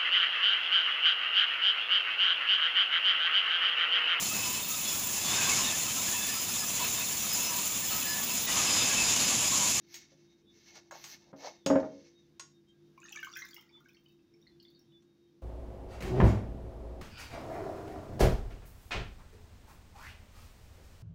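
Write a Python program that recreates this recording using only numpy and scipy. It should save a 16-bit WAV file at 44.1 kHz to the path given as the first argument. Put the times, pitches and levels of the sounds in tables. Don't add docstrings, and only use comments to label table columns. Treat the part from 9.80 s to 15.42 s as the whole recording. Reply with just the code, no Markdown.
import sys
import numpy as np
from scipy import signal
from scipy.fft import rfft, irfft, next_fast_len
from scipy.io import wavfile
from scipy.ndimage import map_coordinates

SR = 44100
rng = np.random.default_rng(int(sys.argv[2]) if len(sys.argv) > 2 else 0)


def elevation(decibels):
    levels = np.asarray(decibels, float)
    return 10 ** (levels / 20)


def output_pcm(signal):
    pcm = np.clip(np.atleast_2d(signal).T, -1, 1) * 32767
    wavfile.write(sys.argv[1], SR, np.round(pcm).astype(np.int16))


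N = 247842


def unit(x):
    return x / np.sqrt(np.mean(x ** 2) + 1e-30)


def in_time(rows):
    s, *columns = np.transpose(rows)
    t = np.arange(N) / SR
    return [elevation(np.interp(t, s, db, -200, -200)) for db in columns]


def colour(x, spectrum):
    size = next_fast_len(N + 8192)
    hz, db = np.transpose(spectrum)
    bins_hz = np.maximum(np.arange(size // 2 + 1) * SR / size, 1)
    gain = elevation(np.interp(np.log(bins_hz), np.log(hz), db))
    cepstrum = irfft(np.log(gain), size)
    cepstrum[1:size // 2] *= 2
    cepstrum[size // 2 + 1:] = 0
    response = np.exp(rfft(cepstrum))
    return irfft(rfft(x, size) * response, size)[:N]


def band(x, low_hz, high_hz):
    return signal.sosfilt(signal.butter(3, [low_hz, high_hz], "band", fs=SR, output="sos"), x)


def drift(rate_hz):
    knots = int(N / SR * rate_hz) + 3
    return map_coordinates(rng.standard_normal(200), [np.linspace(0, knots, N)], order=3, mode="wrap")


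def ring(x, hz, t60):
    decay = elevation(-60 / (t60 * SR))
    w = 2 * np.pi * hz / SR
    return signal.lfilter([0, np.sin(w)], [1, -2 * decay * np.cos(w), decay * decay], x + 1e-18)


def grains(per_s, spread_db):
    sizes = elevation(spread_db * np.minimum(rng.exponential(1, N), 5)) * rng.choice([-1, 1], N)
    return unit(sizes * (rng.random(N) < per_s / SR))


def add(out, s, sound):
    i = round(s * SR)
    out[i:i + len(sound)] += sound[:N - i]


def fridge():
    # pitch_hz, level_db (rms), flutter_db
    hum = [(149.5, -77.5, 4.5), (203, -78, 3.0), (307, -88.5, 2), (342.3, -67.5, 2.5), (439, -95, 9),
           (492, -91, 3.0), (1620, -99, 7.5), (3167, -103.5, 11.5), (3490, -100.5, -15.5),
           (3700, -94.5, 7.5), (3740, -88.5, 8)]
    # pitch_hz, level_db (per Hz)
    air = [(30, -18), (60, -7), (150, -2.5), (250, -1), (350, 0.5), (450, -16), (600, -19), (1300, -24),
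           (3000, -26), (5800, -26), (8000, -39.5), (13500, -39.5), (15300, -35), (16200, -41)]
    t = np.arange(N) / SR
    lines = 0
    for hz, db, flutter_db in hum:
        level = elevation(db + flutter_db * drift(15))
        lines = lines + level * np.sin(2 * np.pi * hz * t + 0.7 * drift(9))
    air_level = elevation(-70 + 0.91 * drift(6.3))
    return np.sqrt(2) * lines + air_level * unit(colour(rng.standard_normal(N), air))


def slides():
    # start_s, dull_db, bright_db, top_db
    strokes = [
        [(0.0, -101, -81.5, -107), (0.16, -77, -55.5, -63), (0.276, -85, -68, -100), (0.62, -90, -80, -103)],
        [(0.7, -112, -74.5, -93), (0.966, -65.5, -57.5, -79), (1.1, -83, -77, -107)],
        [(1.12, -49.5, -58.5, -76), (1.286, -79.5, -55.5, -61), (1.52, -66.5, -71.5, -107)],
        [(1.56, -80.5, -70.5, -85), (1.65, -38.5, -44, -67.5), (1.85, -93.5, -83.5, -107)],
        [(2.0, -41, -56, -87), (2.024, -49.5, -65.5, -96), (2.312, -96, -70, -104), (2.58, -103, -91, -105)],
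    ]
    # pitch_hz, level_db (per Hz)
    friction = [(300, -8), (600, 14), (1500, -1.5), (3500, -3), (6200, 4), (7800, -27.5), (13500, -6),
                (15300, -7.5), (16200, -26.5)]
    # pitch_hz, width_hz, level_db
    mesh = [(900, 90, 10.5), (1800, 62, 1.5), (2200, 45, 6.5), (2703, 110, -2), (4420, 350, 1.5),
            (5960, 260, -0.5)]
    rub = grains(5000, spread_db=1.5) * elevation(2.5 * drift(29.95))
    rim = sum(elevation(db) * unit(ring(rub, hz, 2.2 / width_hz)) for hz, width_hz, db in mesh)
    body = unit(colour(rub, friction)) + elevation(-20.5) * rim
    dull = unit(band(body, 349, 1200))
    bright = unit(band(body, 1800, 8500))
    top = unit(band(body, 8500, 16200))
    out = np.zeros(N)
    for stroke in strokes:
        dull_gain, bright_gain, top_gain = in_time(stroke)
        out += dull_gain * dull + bright_gain * bright + top_gain * top
    return out


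def taps():
    # start_s, peak_db, dull_db, top_db, rattle_t60_s
    knocks = [
        (0.142, -34.5, -16, -5, 0.18),
        (0.9542, -49.5, -1.5, -31, 0.083),
        (1.11, -45.5, 6, -7, 0.2),
        (1.2403, -36.5, -7, -12, 0.3),
        (1.8615, -24.5, -16, -13, 0.13),
        (2.596, -34, -6.5, -28, 0.092),
        (2.8848, -67.5, -17, -25, 0.12),
        (5.223, -66.5, -7.5, -23, 0.096),
    ]
    # pitch_hz, level_db, t60_s
    spoon = [(1100, 6.5, 0.27), (1433, 5, 0.14), (2830, -6, 0.21), (3153, -21, 0.33), (3740, -22.5, 0.33),
             (4829, -1, 0.257), (5314, -11, 0.31), (5580, -0.5, 0.37), (6200, -19.5, 0.37),
             (6570, -7.5, 0.29), (6586, 3.5, 0.19), (7140, -10, 0.28)]
    out, t = np.zeros(N), np.arange(SR // 2) / SR
    for s, peak_db, dull_db, top_db, t60 in knocks:
        crack_and_rattle = elevation(-60 * t / 0.038) + elevation(-3.5 - 60 * t / t60)
        burst = rng.standard_normal(len(t)) * crack_and_rattle
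        sound = 1.216 * band(burst, 1700, 7210)
        sound += 2.76 * elevation(dull_db) * band(burst, 750, 2000)
        sound += elevation(top_db) * (band(burst, 13800, 16000) + 0.344 * band(burst, 5800, 15000))
        for (hz, mode_db, mode_t60), luck_db in zip(spoon, rng.normal(0, 3.5, len(spoon))):
            strength_db = mode_db + luck_db - 16.5 + dull_db * (hz < 2000)
            sound += elevation(strength_db - 60 * t / mode_t60) * np.sin(2 * np.pi * hz * t)
        add(out, s, elevation(peak_db - 6.5) * sound)
    return out


def thuds():
    # start_s, peak_db, hardness_hz, boom_db
    landings = [
        (0.319, -58.5, 900, -13),
        (1.531, -37, 900, -4),
        (1.863, -18, 900, -6.5),
        (1.901, -11.5, 900, -23),
        (1.929, -26, 900, 6),
        (1.956, -13.5, 900, -5),
        (1.984, -27, 900, -13),
        (2.029, -28, 900, -23),
    ]
    # pitch_hz, level_db, t60_s
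    worktop = [(195.2, -0.5, 0.36), (281.1, 8, 0.69), (427, -5.5, 0.45), (486, -14.5, 1.28),
               (543.6, 14.5, 0.58), (630, 7.5, 0.505), (719, -3, 0.586), (807, -3, 0.37), (904, 1, 0.31),
               (940, -32, 1.1), (1040, -43, 1.3), (1075, -37.5, 0.491), (1260, -39, 0.95),
               (1390, -11.5, 0.17), (1570, -45, 0.95), (1730, -37.5, 0.74), (1697, -25.5, 0.32),
               (1880, -39.5, 0.58), (1922, -33, 0.98), (1960, -38.5, 0.55), (2090, -33, 0.43)]
    out, t = np.zeros(N), np.arange(SR // 2) / SR
    for s, peak_db, hard_hz, boom_db in landings:
        board = 0
        for (hz, mode_db, t60), luck, turn in zip(worktop, *rng.normal(0, 1, (2, len(worktop)))):
            strength_db = 0.67 * mode_db + 3.06 * luck + (boom_db + 13) * (hz < 260)
            softness = 1 + (hz / hard_hz) ** 2
            level = elevation(strength_db - 60 * t / (0.5 * t60)) / softness
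            board = board + level * np.sin(2 * np.pi * hz * t + 0.89 * turn)
        chatter = band(rng.standard_normal(len(t)) * elevation(-60 * t / 0.1), 99, hard_hz * 1.31)
        sound = board / np.abs(board).max() + 1.25 * chatter
        onset = np.clip(t / 0.0028, 0, 1)
        add(out, s - 0.002, elevation(peak_db - 1.5) * sound * onset)
    return out


def bubbles():
    # start_s, peak_db, pitch_hz, t60_s
    plops = [(3.178, -48.5, 1060, 0.051), (3.231, -52, 1630, 0.05), (3.279, -55, 1620, 0.06),
             (3.308, -59, 850, 0.063), (3.354, -50, 1580, 0.055), (3.373, -39, 1734, 0.054),
             (3.43, -36, 1552, 0.055), (3.471, -39.5, 1237, 0.033), (3.534, -54, 1345, 0.072),
             (3.561, -41, 1528, 0.11), (3.621, -50.5, 1354, 0.042), (3.65, -47, 1585, 0.043),
             (3.708, -61, 1540, 0.06), (3.729, -65, 1510, 0.067), (3.774, -62, 962, 0.11),
             (3.868, -70, 1440, 0.06), (3.91, -70, 890, 0.06), (3.971, -65, 902, 0.069),
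             (4.006, -61.5, 1420, 0.063), (4.059, -55.5, 1615, 0.06), (4.136, -77, 1640, 0.06),
             (4.153, -70, 1600, 0.049)]
    blobs = [(3.1783, -56.5, 2290, 0.046), (3.218, -53, 2570, 0.04), (3.2523, -47.5, 1850, 0.035),
             (3.285, -48.5, 2554, 0.035), (3.3254, -43, 2700, 0.037), (3.36, -31, 2347, 0.024),
             (3.4302, -40.5, 2210, 0.031), (3.4551, -46, 2190, 0.04), (3.528, -55, 2800, 0.04),
             (3.5573, -44, 2440, 0.058), (3.5669, -43.5, 2066, 0.062), (3.6198, -39, 2083, 0.058),
             (3.6861, -56, 2100, 0.04), (3.7445, -59, 2140, 0.047), (3.7649, -48, 2070, 0.04),
             (3.8258, -60, 2060, 0.036), (3.8807, -68, 2010, 0.04), (3.8941, -62, 2250, 0.046),
             (3.9799, -67, 2040, 0.04), (4.0513, -62, 2190, 0.047), (4.091, -52, 2540, 0.028),
             (4.1476, -64, 2180, 0.058), (4.2578, -69, 2550, 0.04), (4.302, -68, 2640, 0.04),
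             (4.3925, -71.5, 2690, 0.038), (4.5387, -68, 2250, 0.047), (4.6685, -56, 2000, 0.039),
             (4.8, -59.5, 2940, 0.046), (4.8525, -61, 2145, 0.032), (5.1203, -74, 1860, 0.034)]
    drips = [(3.1768, -62, 2820, 0.033), (3.23, -55, 2840, 0.028), (3.2596, -55, 3680, 0.028),
             (3.284, -62, 3580, 0.03), (3.3115, -52, 2990, 0.024), (3.3282, -40.5, 3270, 0.032),
             (3.3549, -52, 3000, 0.03), (3.393, -37.5, 2840, 0.029), (3.4306, -43, 3150, 0.03),
             (3.4467, -40, 3050, 0.022), (3.517, -55, 2800, 0.027), (3.5379, -43.5, 3470, 0.038),
             (3.5669, -44, 3240, 0.03), (3.6881, -58, 3600, 0.03), (3.7123, -53, 4610, 0.03),
             (3.733, -45, 3330, 0.029), (3.7644, -46, 2880, 0.029), (3.794, -52, 3140, 0.032),
             (3.8368, -63, 2900, 0.03), (3.9722, -71, 3710, 0.03), (4.085, -59.5, 3060, 0.03),
             (4.1062, -64, 3500, 0.028), (4.1446, -60, 4350, 0.036), (4.169, -56, 3150, 0.033),
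             (4.261, -56.5, 3054, 0.037), (4.2946, -63, 3020, 0.03), (4.613, -73.5, 3580, 0.03),
             (4.626, -62, 3760, 0.03), (4.675, -50.5, 4160, 0.021), (4.8008, -52.5, 4460, 0.028),
             (4.83, -57, 4430, 0.03), (4.8515, -50, 3530, 0.03), (4.884, -56, 4500, 0.024),
             (4.9582, -48.5, 4310, 0.023), (5.0705, -74, 3670, 0.03), (5.122, -67.5, 3070, 0.03)]
    beads = [(3.1778, -73, 4850, 0.03), (3.217, -64, 6130, 0.03), (3.2411, -50.5, 6560, 0.036),
             (3.285, -56, 6640, 0.024), (3.3229, -42.5, 5970, 0.03), (3.3589, -44.5, 6010, 0.03),
             (3.4127, -56, 5500, 0.027), (3.4324, -53, 6050, 0.036), (3.4457, -50, 6480, 0.042),
             (3.518, -50, 5680, 0.035), (3.5357, -49.5, 5740, 0.038), (3.5529, -43, 5800, 0.03),
             (3.5673, -47, 5570, 0.034), (3.5894, -41.5, 5820, 0.037), (3.614, -44, 6080, 0.026),
             (3.6492, -47, 5330, 0.022), (3.7101, -51, 4800, 0.035), (3.767, -51, 5330, 0.033),
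             (3.8921, -61, 4700, 0.03), (4.0044, -72, 5760, 0.03), (4.0578, -69, 5970, 0.03),
             (4.0872, -61.5, 5360, 0.034), (4.148, -64, 5430, 0.03), (4.1645, -66, 5740, 0.03),
             (4.2389, -80, 5220, 0.033), (4.2578, -67, 4680, 0.026), (4.2872, -69, 4730, 0.03),
             (4.5396, -62.5, 5560, 0.035), (4.616, -66, 5600, 0.037), (4.67, -58.5, 4470, 0.03),
             (4.8015, -59, 4840, 0.038), (4.828, -55.5, 4560, 0.032), (4.8879, -59.5, 4660, 0.033),
             (4.9497, -58, 4660, 0.035), (4.9932, -58, 5630, 0.03), (5.2082, -72, 5700, 0.03)]
    out, t = np.zeros(N), np.arange(SR // 6) / SR
    rows = plops + blobs + drips + beads
    for (s, peak_db, hz, t60), (apart, turn) in zip(rows, rng.normal(0, 1, (len(rows), 2))):
        phase = 2 * np.pi * hz * (0.985 * t + 0.95 * t ** 2)
        neighbour = 0.82 * np.sin(phase * (1 + 0.073 * apart) + 2 * turn)
        envelope = elevation(peak_db - 60 * t / t60) * (1 - np.exp(-t / 0.0012))
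        add(out, s - 0.001, envelope * (np.sin(phase) + neighbour))
    return out


def spatter():
    # start_s, gurgle_db, fizz_db, spray_db
    pour = [
        (3.15, -84, -88, -90),
        (3.246, -72, -64.5, -86),
        (3.36, -68, -59, -82),
        (3.484, -67.5, -63, -79),
        (3.624, -71, -60, -73),
        (3.788, -73.5, -81, -88),
        (4.35, -95, -99, -86),
    ]
    # start_s, peak_db
    bursts = [(3.1773, -68), (3.2157, -73), (3.2406, -66), (3.3229, -49.5), (3.4023, -57), (3.4296, -52),
              (3.4457, -47.5), (3.517, -65), (3.554, -55), (3.57, -42), (3.5946, -50.5), (3.6522, -50),
              (3.6851, -57), (3.7084, -56), (3.743, -44.5), (3.8088, -55), (3.8822, -77), (4.0034, -69),
              (4.0463, -77), (4.0857, -65), (4.0952, -68), (4.1326, -69), (4.207, -75), (4.2418, -73),
              (4.2848, -69), (4.3217, -73), (4.614, -74), (4.826, -64.5), (4.9023, -68), (4.9916, -67)]
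    gurgle, fizz, spray = in_time(pour)
    clicks, size_class = grains(1400, spread_db=7.0), rng.integers(0, 24, N)
    pitches_hz = np.geomspace(1100, 7000, 24)
    rings = [ring(clicks * (size_class == k), hz, 50 / hz) for k, hz in enumerate(pitches_hz)]
    large, small = unit(sum(rings[:15])), unit(sum(rings[15:]))

    snaps = elevation(-1) * spray * grains(3000, spread_db=10.0) * elevation(3.0 * drift(35))
    t = np.arange(2000) / SR
    for s, peak_db in bursts:
        add(snaps, s, elevation(peak_db + 6 - 60 * t / 0.034) * rng.standard_normal(len(t)))
    snaps = colour(snaps, [(2000, -30), (6000, -2), (8000, -20.5), (13000, -9.5), (15200, 1), (16100, 2)])
    return gurgle * large + fizz * small + snaps


def kitchen(x, gap_s=0.0028):
    # pitch_hz, t60_s
    decay = [(150, 0.52), (700, 0.27), (2500, 0.24), (6000, 0.27), (14000, 0.151)]
    decay_hz, decay_s = np.transpose(decay)
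    t, tail = np.arange(SR // 2) / SR, 0
    for hz in 90 * 2.0 ** np.arange(8):
        t60 = np.interp(np.log(hz), np.log(decay_hz), decay_s)
        octave = band(rng.standard_normal(len(t)), hz / np.sqrt(2), hz * np.sqrt(2))
        tail = tail + octave * elevation(-60 * t / t60)
    tail = tail * np.clip(t / gap_s - 1, 0, 1)
    return signal.fftconvolve(x, tail / np.sqrt(np.sum(tail ** 2)))[:N]


def scene():
    hum, rubbing = fridge(), slides()
    hits = taps() + thuds()
    juice = bubbles() + spatter()
    echo = kitchen(elevation(-9) * hits + elevation(-5.5) * juice + elevation(-30) * rubbing)
    return (hits + juice + rubbing + echo + hum)[None]


def roll_off(x):
    return signal.sosfilt(signal.butter(12, 16600, fs=SR, output="sos"), x)


def record(dry):
    mix = signal.sosfilt(signal.cheby2(10, 45, 16500, fs=SR, output="sos"), dry)
    return roll_off(mix)


dry = scene()
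out = record(dry)
output_pcm(out)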